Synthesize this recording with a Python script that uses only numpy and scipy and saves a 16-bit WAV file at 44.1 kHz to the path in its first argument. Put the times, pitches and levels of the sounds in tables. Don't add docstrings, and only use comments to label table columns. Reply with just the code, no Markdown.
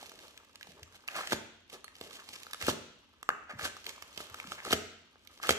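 import sys
import numpy as np
from scipy import signal
from scipy.fft import rfft, irfft
from scipy.io import wavfile
from scipy.ndimage import map_coordinates

SR = 44100
rng = np.random.default_rng(int(sys.argv[2]) if len(sys.argv) > 2 else 0)


def int16_out(signal):
    q = np.round(np.clip(np.atleast_2d(signal).T, -1, 1) * 32767)
    wavfile.write(sys.argv[1], SR, q.astype(np.int16))


N = 246078
TIME = np.arange(N) / SR

# frequency in Hz, relative spectral level in dB.
HUSH_SPECTRUM = [(25, 1), (50, 8), (88, 15), (125, -2), (250, 10.5), (500, -4), (1200, -13.5), (3000, 1),
                 (6000, -15), (9000, -59), (15000, -35)]
ROOM_SPECTRUM = [(50, -5), (90, -4), (130, -3.5), (250, 0), (600, 1.5), (1000, -4.5), (1450, 0),
                 (2000, 2.5), (2800, 6.5), (3700, 3.5), (5000, -3), (6500, 2), (9000, 1), (15000, -5)]
CRINKLE_SPECTRUM = [(60, -9), (200, -3), (450, 1.5), (750, -2.5), (1100, -15.5), (2000, -1.5), (3200, 3.5),
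                    (6800, -3.5), (8200, -5.5), (9600, -9.5), (12000, -8), (15000, -18.5)]
TICK_SPECTRUM = [(100, -31), (900, -5.5), (2000, 16.5), (3200, 18.5), (6800, 8), (8200, 7), (9600, 3.5),
                 (12000, 5.5), (15000, 0)]
RASP_SPECTRUM = [(100, -55.5), (350, -15), (700, -4), (980, -11), (1220, -1.5), (1650, -1.5), (2300, -7.5),
                 (3500, -19.5), (8000, -32), (15000, -50)]
# frequency in Hz, time to decay by 60 dB in seconds.
REVERB_TIMES = [(100, 0.61), (300, 0.46), (1500, 0.68), (3600, 0.85), (7000, 0.58), (9500, 0.46),
                (13000, 0.38)]
# frequency in Hz, relative level in dB.
STANDING_WAVES = [(89, 9.5), (155, 9.5), (219, 10.5), (392, -33), (613, -18), (866, 6.5)]
# frequency in Hz, bandwidth in Hz, relative level in dB.
PARCEL_MODES = [(276.5, 14, -14), (431, 224, 12.5), (596, 104, 6.5)]
# multiple of the main pitch, bandwidth in Hz, relative level in dB.
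PADDING_MODES = [(0.421, 194, -3), (0.702, 220, -2), (1.001, 305, 11), (1.27, 500, -23), (1.85, 600, -30)]
# frequency in Hz, time to decay by 60 dB in seconds, level in dB.
BLADE_MODES = [(4310, 0.086, -50), (11040, 0.034, -47)]
# frequency in Hz, offset from the break's knock level in dB.
TABLE_THUMP = [(92, -21.5), (290, -21)]
# resonance in Hz, delay to the left microphone in samples.
FILM_PATCHES = [(2500, 8), (3400, 6), (4400, 7), (5700, 4), (6900, 9), (11500, 6)]
# start in seconds, pitch in Hz, relative level in dB.
NUDGES = [(0.689, 184, -56.5), (0.822, 92, -54.5), (2.632, 92, -48), (3.535, 220, -50), (3.55, 111, -50.5),
          (3.63, 90, -51), (4.172, 177, -57), (4.311, 96, -56.5), (4.449, 248, -51.5), (4.478, 181, -51.5)]
# start in seconds, length in seconds, level in dB.
SLIDES = [(.015, 0.31, -64), (0.653, 0.22, -64.5), (1.132, 0.045, -65), (1.72, 0.039, -47.5),
          (2.01, 0.11, -58), (3.62, 0.048, -47.5), (3.863, 0.033, -55.5), (4.575, 0.018, -54.5),
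          (4.655, 0.03, -41.5)]
# time in seconds, crinkle level in dB.
GRIP_LEVELS = [(0, -59), (.5, -71), (1.05, -70.5), (1.7, -80), (1.93, -77), (2.15, -64), (2.58, -57.5),
               (2.9, -75), (3.52, -80), (3.72, -65), (4.08, -61), (4.6, -60), (5.05, -79.5), (5.41, -65.5)]
# peak time in seconds, rise and fall time in seconds, crinkle level in dB.
HAND_SQUEEZES = [(0.011, 0.15, -52.5), (0.237, 0.24, -57), (0.706, 0.19, -60), (0.953, 0.035, -53),
                 (1.74, 0.045, -47), (2.044, 0.12, -51), (2.153, 0.11, -50), (2.341, .17, -50),
                 (3.888, 0.069, -46), (4.207, 0.079, -44.5), (4.392, 0.11, -51.5), (4.524, 0.085, -46),
                 (5.343, .1, -58.5)]
# start and length in seconds,
# relative scrape and crinkle levels in dB.
BLADE_DRAGS = [(1.088, 0.0608, -47, -54), (1.161, .048, -37, -42), (3.308, 0.051, -65, -79),
               (3.502, .012, -48.5, -60.5), (4.579, .012, -50, -69)]
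# bite and end in seconds,
# relative crinkle and scrape levels during the pull in dB.
BLADE_PULLS = [(1.258, 1.33, -48.5, -51.5), (2.615, 2.691, -43, -47), (3.596, 3.652, -47, -44),
               (4.651, 4.729, -45, -48), (5.434, 5.505, -43.5, -47)]
# time in seconds, tick level in dB, tick pitch in Hz.
CREASE_FLIPS = [(.065, -50, 7160), (.0949, -48.5, 6900), (.3755, -47, 3180), (.6291, -43.5, 4400),
                (.8308, -45, 6300), (1.6984, -50.5, 3150), (1.9537, -50.5, 4333), (2.13, -49, 6410),
                (2.338, -46, 4100), (2.356, -45, 6340), (2.4323, -46.5, 12400), (2.6141, -41.5, 6194),
                (2.6667, -33.5, 13300), (3.865, -34.5, 4060), (3.8929, -41, 6800), (4.7191, -34, 5450),
                (5.2731, -51, 3420), (5.4296, -39, 6700), (5.5068, -26, 6070)]
# time in seconds, relative clack level in dB,
# clack pitch in Hz, tick level in dB.
TIP_CATCHES = [(0.0283, -43.5, 760, -49), (.557, -48, 2770, -50), (0.6105, -45, 1630, -53.5),
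               (0.6709, -50, 776, -53.5), (1.0782, -39, 2290, -42.5), (1.0855, -30, 2680, -50),
               (1.1648, -37, 1200, -42.5), (1.2728, -35.5, 1930, -37.5), (1.8433, -43.5, 1240, -46.5),
               (1.88, -44.5, 1900, -55), (2.4672, -42, 1380, -51.5), (2.533, -43, 1120, -35),
               (2.545, -39.5, 1310, -44.5), (2.6245, -39.5, 1220, -39), (3.2286, -40.5, 1170, -44),
               (3.29, -17.5, 1243, -34), (3.3024, -29.5, 1540, -54), (3.5944, -33.5, 1292, -55),
               (3.767, -42.5, 1240, -50), (3.9797, -48, 1060, -70), (4.023, -43.5, 1120, -44),
               (4.3436, -37.5, 1298, -44.5), (4.4, -33.5, 2260, -46.5), (4.4418, -41.5, 1320, -57),
               (4.5193, -31.5, 1286, -40), (4.6506, -35.5, 1250, -43), (4.667, -36, 1240, -56),
               (5.4, -45, 1150, -68), (5.4365, -36, 1240, -40), (5.4708, -43, 2534, -35.5)]
# the catch's clack level minus tick level in dB, tick pitch in Hz.
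TICK_DULLING = [(5, 9100), (13, 1900)]
# time in seconds, film tick level in dB, relative padding clack level
# in dB, clack pitch in Hz, relative parcel knock level in dB, knock pitch in Hz.
FRACTURES = [(1.3215, -31, -25, 1446, -28.5, 410), (1.3299, -29, -26.5, 890, -27, 375),
             (2.0119, -42, -45, 960, -39, 453), (2.6831, -49, -24, 1340, -20.5, 364),
             (2.6911, -52.5, -26.5, 1030, -30.5, 334), (3.8787, -55, -46.5, 900, -53, 430),
             (4.176, -39.5, -48, 1590, -44.5, 420), (4.2036, -57, -40, 1322, -43, 419),
             (4.7078, -33, -36, 920, -35, 400.7), (4.7273, -27, -21, 1400, -50, 457),
             (4.7315, -22, -33, 910, -20.5, 447), (5.4921, -22, -17.5, 1344, -22.5, 496),
             (5.5067, -35.5, -28, 2070, -22.5, 465)]

LEFT_LAG = 7
SNAP_GAIN = np.sqrt(.005 * SR)


def undb(db):
    return 10 ** (np.asarray(db) / 20)


def together(levels_db):
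    return 10 * np.log10(np.sum(undb(levels_db) ** 2, axis=0) + 1e-14)


def unit_rms(x):
    return x / np.sqrt(np.mean(x ** 2))


def unit_energy(x):
    return x / np.sqrt(np.sum(x ** 2))


def lookup(table, hz):
    table_hz, value = np.transpose(table)
    return np.interp(np.log(np.maximum(hz, 1)), np.log(table_hz), value)


def colour(spectrum, size=2048):
    cepstrum = irfft(np.log(undb(lookup(spectrum, np.fft.rfftfreq(size, 1 / SR)))))
    cepstrum[1:size // 2] *= 2
    cepstrum[size // 2 + 1:] = 0
    return unit_energy(irfft(np.exp(rfft(cepstrum))))


def ring(modes, size=2048):
    t, out = TIME[:size], 0
    for hz, width, db in modes:
        envelope = (1 - np.exp(-2 * hz * t)) ** 2 * np.exp(-np.pi * width * t)
        out = out + undb(db) * unit_energy(envelope * np.sin(2 * np.pi * hz * t))
    return unit_energy(out)


def through(x, response):
    return signal.fftconvolve(x, response)[:len(x)]


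def add(track, s, sound):
    start = int(np.clip(s * SR, 0, N - 1))
    track[..., start:start + sound.shape[-1]] += sound[..., :N - start]


def place(x, right_db, lag=LEFT_LAG):
    return np.array([np.pad(x, (lag, 0))[:len(x)] * undb(-right_db / 2), x * undb(right_db / 2)])


def clicks(rate, spread_db):
    size = undb(spread_db * np.minimum(rng.exponential(size=N), 4))
    occurs = rng.random(N) < rate / SR
    return unit_rms(occurs * size * rng.choice([-1, 1], N) / np.sqrt(rate))


def stick_slip(rate, depth_db):
    knots = np.cumsum(rng.exponential(size=4000)) / rate
    return unit_rms(undb(depth_db * np.interp(TIME, knots, rng.standard_normal(len(knots)))))


def diffuse_field(size, coherent_hz=650, bass_coherence=0.79):
    hz = np.fft.rfftfreq(size, 1 / SR)
    mid, side = rfft(rng.standard_normal((2, size)))
    coherence = bass_coherence / (1 + (hz / coherent_hz) ** 2)
    mid, side = mid * np.sqrt(1 + coherence), side * np.sqrt(1 - coherence)
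    return hz, np.array([mid + side, mid - side]) / np.sqrt(2)


def hush(db=-68):
    hz, noise = diffuse_field(N)
    return undb(db) * unit_rms(irfft(noise * undb(lookup(HUSH_SPECTRUM, hz)), N))


def reverberation(x, first_s=0.0077, build_s=0.0022, standing_gain=0.11, standing_t60=0.55):
    hz, noise = diffuse_field(SR)
    noise = noise * undb(lookup(ROOM_SPECTRUM, hz))
    t, tail = TIME[:SR], 0
    edges = np.linspace(5, np.sqrt(SR / 2), 24) ** 2
    for low, high in zip(edges, edges[1:]):
        t60 = lookup(REVERB_TIMES, np.sqrt(low * high))
        band = irfft(noise * ((hz >= low) & (hz < high)))
        tail = tail + band * undb(-60 * t / t60)
    tail = tail * (1 - np.exp(-np.maximum(t - first_s, 0) / build_s))
    width_hz = np.log(1000) / np.pi / standing_t60
    waves = ring([(mode_hz, width_hz, db) for mode_hz, db in STANDING_WAVES], size=SR)
    return np.array([through(x, unit_energy(side) + standing_gain * waves) for side in tail])


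def table_echo(pair, delays_s=(.0024, .001892), gain=0.3, above_hz=600):
    thin = signal.sosfilt(signal.butter(2, above_hz, "highpass", fs=SR, output="sos"), pair)
    echoes = [np.interp(TIME - delay, TIME, x, left=0) for x, delay in zip(thin, delays_s)]
    return pair + gain * np.array(echoes)


def table_bumps(rise_cycles=0.63):
    out, t = np.zeros(N), TIME[:SR // 4]
    jolts = [(s, hz, knock_db + db) for s, *_, knock_db, _ in FRACTURES for hz, db in TABLE_THUMP]
    for s, hz, db in list(NUDGES) + jolts:
        age = t * hz / rise_cycles
        add(out, s, 2 * undb(db) * age * np.exp(1 - age) * np.sin(2 * np.pi * hz * t))
    return out


def parcel_slides():
    pressure = np.zeros(N)
    for s, length, db in SLIDES:
        add(pressure, s, undb(db) * signal.windows.tukey(int(length * SR), .5))
    return pressure * unit_rms(through(clicks(rate=700, spread_db=0.5), ring(PARCEL_MODES)))


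def hand_level(swell_db=21.5):
    squeezes = [db - swell_db * np.abs(TIME - s) / length for s, length, db in HAND_SQUEEZES]
    return together([np.interp(TIME, *np.transpose(GRIP_LEVELS))] + squeezes)


def film_crinkle(level_db, ringing=0.067):
    out = 0
    clicks_per_s = 650 * undb(.5 * (level_db + 55))
    for hz, lag in FILM_PATCHES:
        response = colour(CRINKLE_SPECTRUM) + ringing * ring([(hz, hz / 4, 0)])
        flurries = clicks(clicks_per_s, spread_db=3.5) * stick_slip(rate=150, depth_db=4.0)
        out = out + place(through(flurries, response), right_db=1.5, lag=lag)
    return unit_rms(out) * undb(level_db)


def blade_ping(start_s=1.8435):
    out, t = np.zeros(N), TIME[:SR // 4]
    for hz, t60, db in BLADE_MODES:
        add(out, start_s, undb(db - 60 * t / t60) * np.sin(2 * np.pi * hz * t))
    return out


def padding_scrape(level_db, flap_hz, rest_hz=1250):
    fibres = clicks(rate=1300, spread_db=2.0) * stick_slip(rate=130, depth_db=5.5)
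    rasp = through(fibres, colour(RASP_SPECTRUM))
    pitch = flap_hz * stick_slip(rate=45, depth_db=0.5)
    position = np.cumsum(pitch / rest_hz) % N
    return unit_rms(map_coordinates(rasp, [position], order=3)) * undb(level_db)


def stroke(start, end, fade_db_per_s, bite_db_per_s=899):
    return -bite_db_per_s * np.maximum(start - TIME, 0) - fade_db_per_s * np.maximum(TIME - end, 0)


def knife_levels(run_s=.029, run_crinkle_db=15.5, run_scrape_db=8):
    film, rasp = [], []
    for s, length, scrape_db, crinkle_db in BLADE_DRAGS:
        shape = stroke(s, s + length, fade_db_per_s=328)
        film.append(crinkle_db + shape)
        rasp.append(scrape_db + shape)
    for bite, end, crinkle_db, scrape_db in BLADE_PULLS:
        shape = stroke(bite, end, fade_db_per_s=520)
        run = np.clip(1 - (end - TIME) / run_s, 0, 1)
        film.append(crinkle_db + shape + run_crinkle_db * run)
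        rasp.append(scrape_db + shape + run_scrape_db * run)
    return together(film), together(rasp)


def snap_events(hand_db, break_tick_hz=3300, strays=60, spread_db=3):
    rows = [(s, tick_db, break_tick_hz, db, hz) for s, tick_db, db, hz, _, _ in FRACTURES]
    for s, clack_db, clack_hz, tick_db in TIP_CATCHES:
        tick_hz = np.interp(clack_db - tick_db, *np.transpose(TICK_DULLING))
        rows.append((s, tick_db, tick_hz, clack_db, clack_hz))
    moments = (np.arange(strays) + rng.random(strays)) / strays * TIME[-1]
    for s in moments:
        tick_size, tick_pitch, clack_size, clack_pitch = rng.uniform(-0.9, 1, 4)
        db = hand_db[int(s * SR)]
        tick = (db + 6.5 + spread_db * tick_size, 6000 * 2 ** (tick_pitch / 2))
        clack = (db + 2.0 + spread_db * clack_size, 1200 * 2 ** (clack_pitch / 2))
        rows.append((s, *tick, *clack))
    return rows


def facet(hz, width_hz=2600, lift_db=4.0):
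    grid = np.geomspace(50, SR / 2, 60)
    hump = lift_db / (1 + (2 * (grid - hz) / width_hz) ** 2)
    return colour(np.transpose([grid, lookup(TICK_SPECTRUM, grid) + hump]))


def film_ticks(snaps, splinter_s=0.0022, splinter_gain=0.51, size=2048):
    out = np.zeros((2, N))
    for s, db, hz, *_ in snaps + list(CREASE_FLIPS):
        noise = rng.standard_normal(size)
        crack = splinter_gain * noise * np.exp(-TIME[:size] / splinter_s)
        crack[0] += 1
        tick = SNAP_GAIN * undb(db) * unit_energy(through(crack, facet(hz)))
        lag_shift, side = np.clip(noise[-2:], -2, 2)
        add(out, s, place(tick, right_db=4 + 4 * side, lag=LEFT_LAG + round(lag_shift)))
    return out


def padding_clacks(snaps):
    out = np.zeros(N)
    for s, _, _, clack_db, clack_hz in snaps:
        modes = [(ratio * clack_hz, width, db) for ratio, width, db in PADDING_MODES]
        add(out, s, SNAP_GAIN * undb(clack_db) * ring(modes))
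    return out


def parcel_knocks():
    out, main_hz = np.zeros(N), PARCEL_MODES[1][0]
    for s, *_, knock_db, knock_hz in FRACTURES:
        modes = [(hz * knock_hz / main_hz, width, db) for hz, width, db in PARCEL_MODES]
        add(out, s, SNAP_GAIN * undb(knock_db) * ring(modes))
    return out


def scene():
    hand_db = hand_level()
    tear_db, scrape_db = knife_levels()
    snaps = snap_events(hand_db)
    ticks = film_ticks(snaps)
    film = film_crinkle(together([hand_db, tear_db])) + ticks
    sag_octaves = 0.02 * np.maximum(scrape_db + 50, 0)
    cutting = padding_scrape(scrape_db, flap_hz=1400.4 * 2 ** -sag_octaves)
    rubbing_db = -64 + 0.58 * (hand_db + 59.5)
    rubbing = padding_scrape(rubbing_db, flap_hz=943)
    impacts = undb(-3) * padding_clacks(snaps) + undb(-1.5) * parcel_knocks() + undb(-1) * table_bumps()
    body = undb(2) * (cutting + rubbing) + impacts + parcel_slides()
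    direct = film + place(blade_ping(), right_db=7) + place(body, right_db=-0.4)
    return table_echo(direct) + undb(-7.5) * reverberation(direct.mean(axis=0)) + hush()


def record(dry, low_hz=30, top_hz=14900):
    thinned = signal.sosfilt(signal.butter(2, low_hz, "highpass", fs=SR, output="sos"), dry)
    return signal.sosfilt(signal.ellip(8, .2, 70, top_hz, fs=SR, output="sos"), thinned)


dry = scene()
out = record(dry)
int16_out(out)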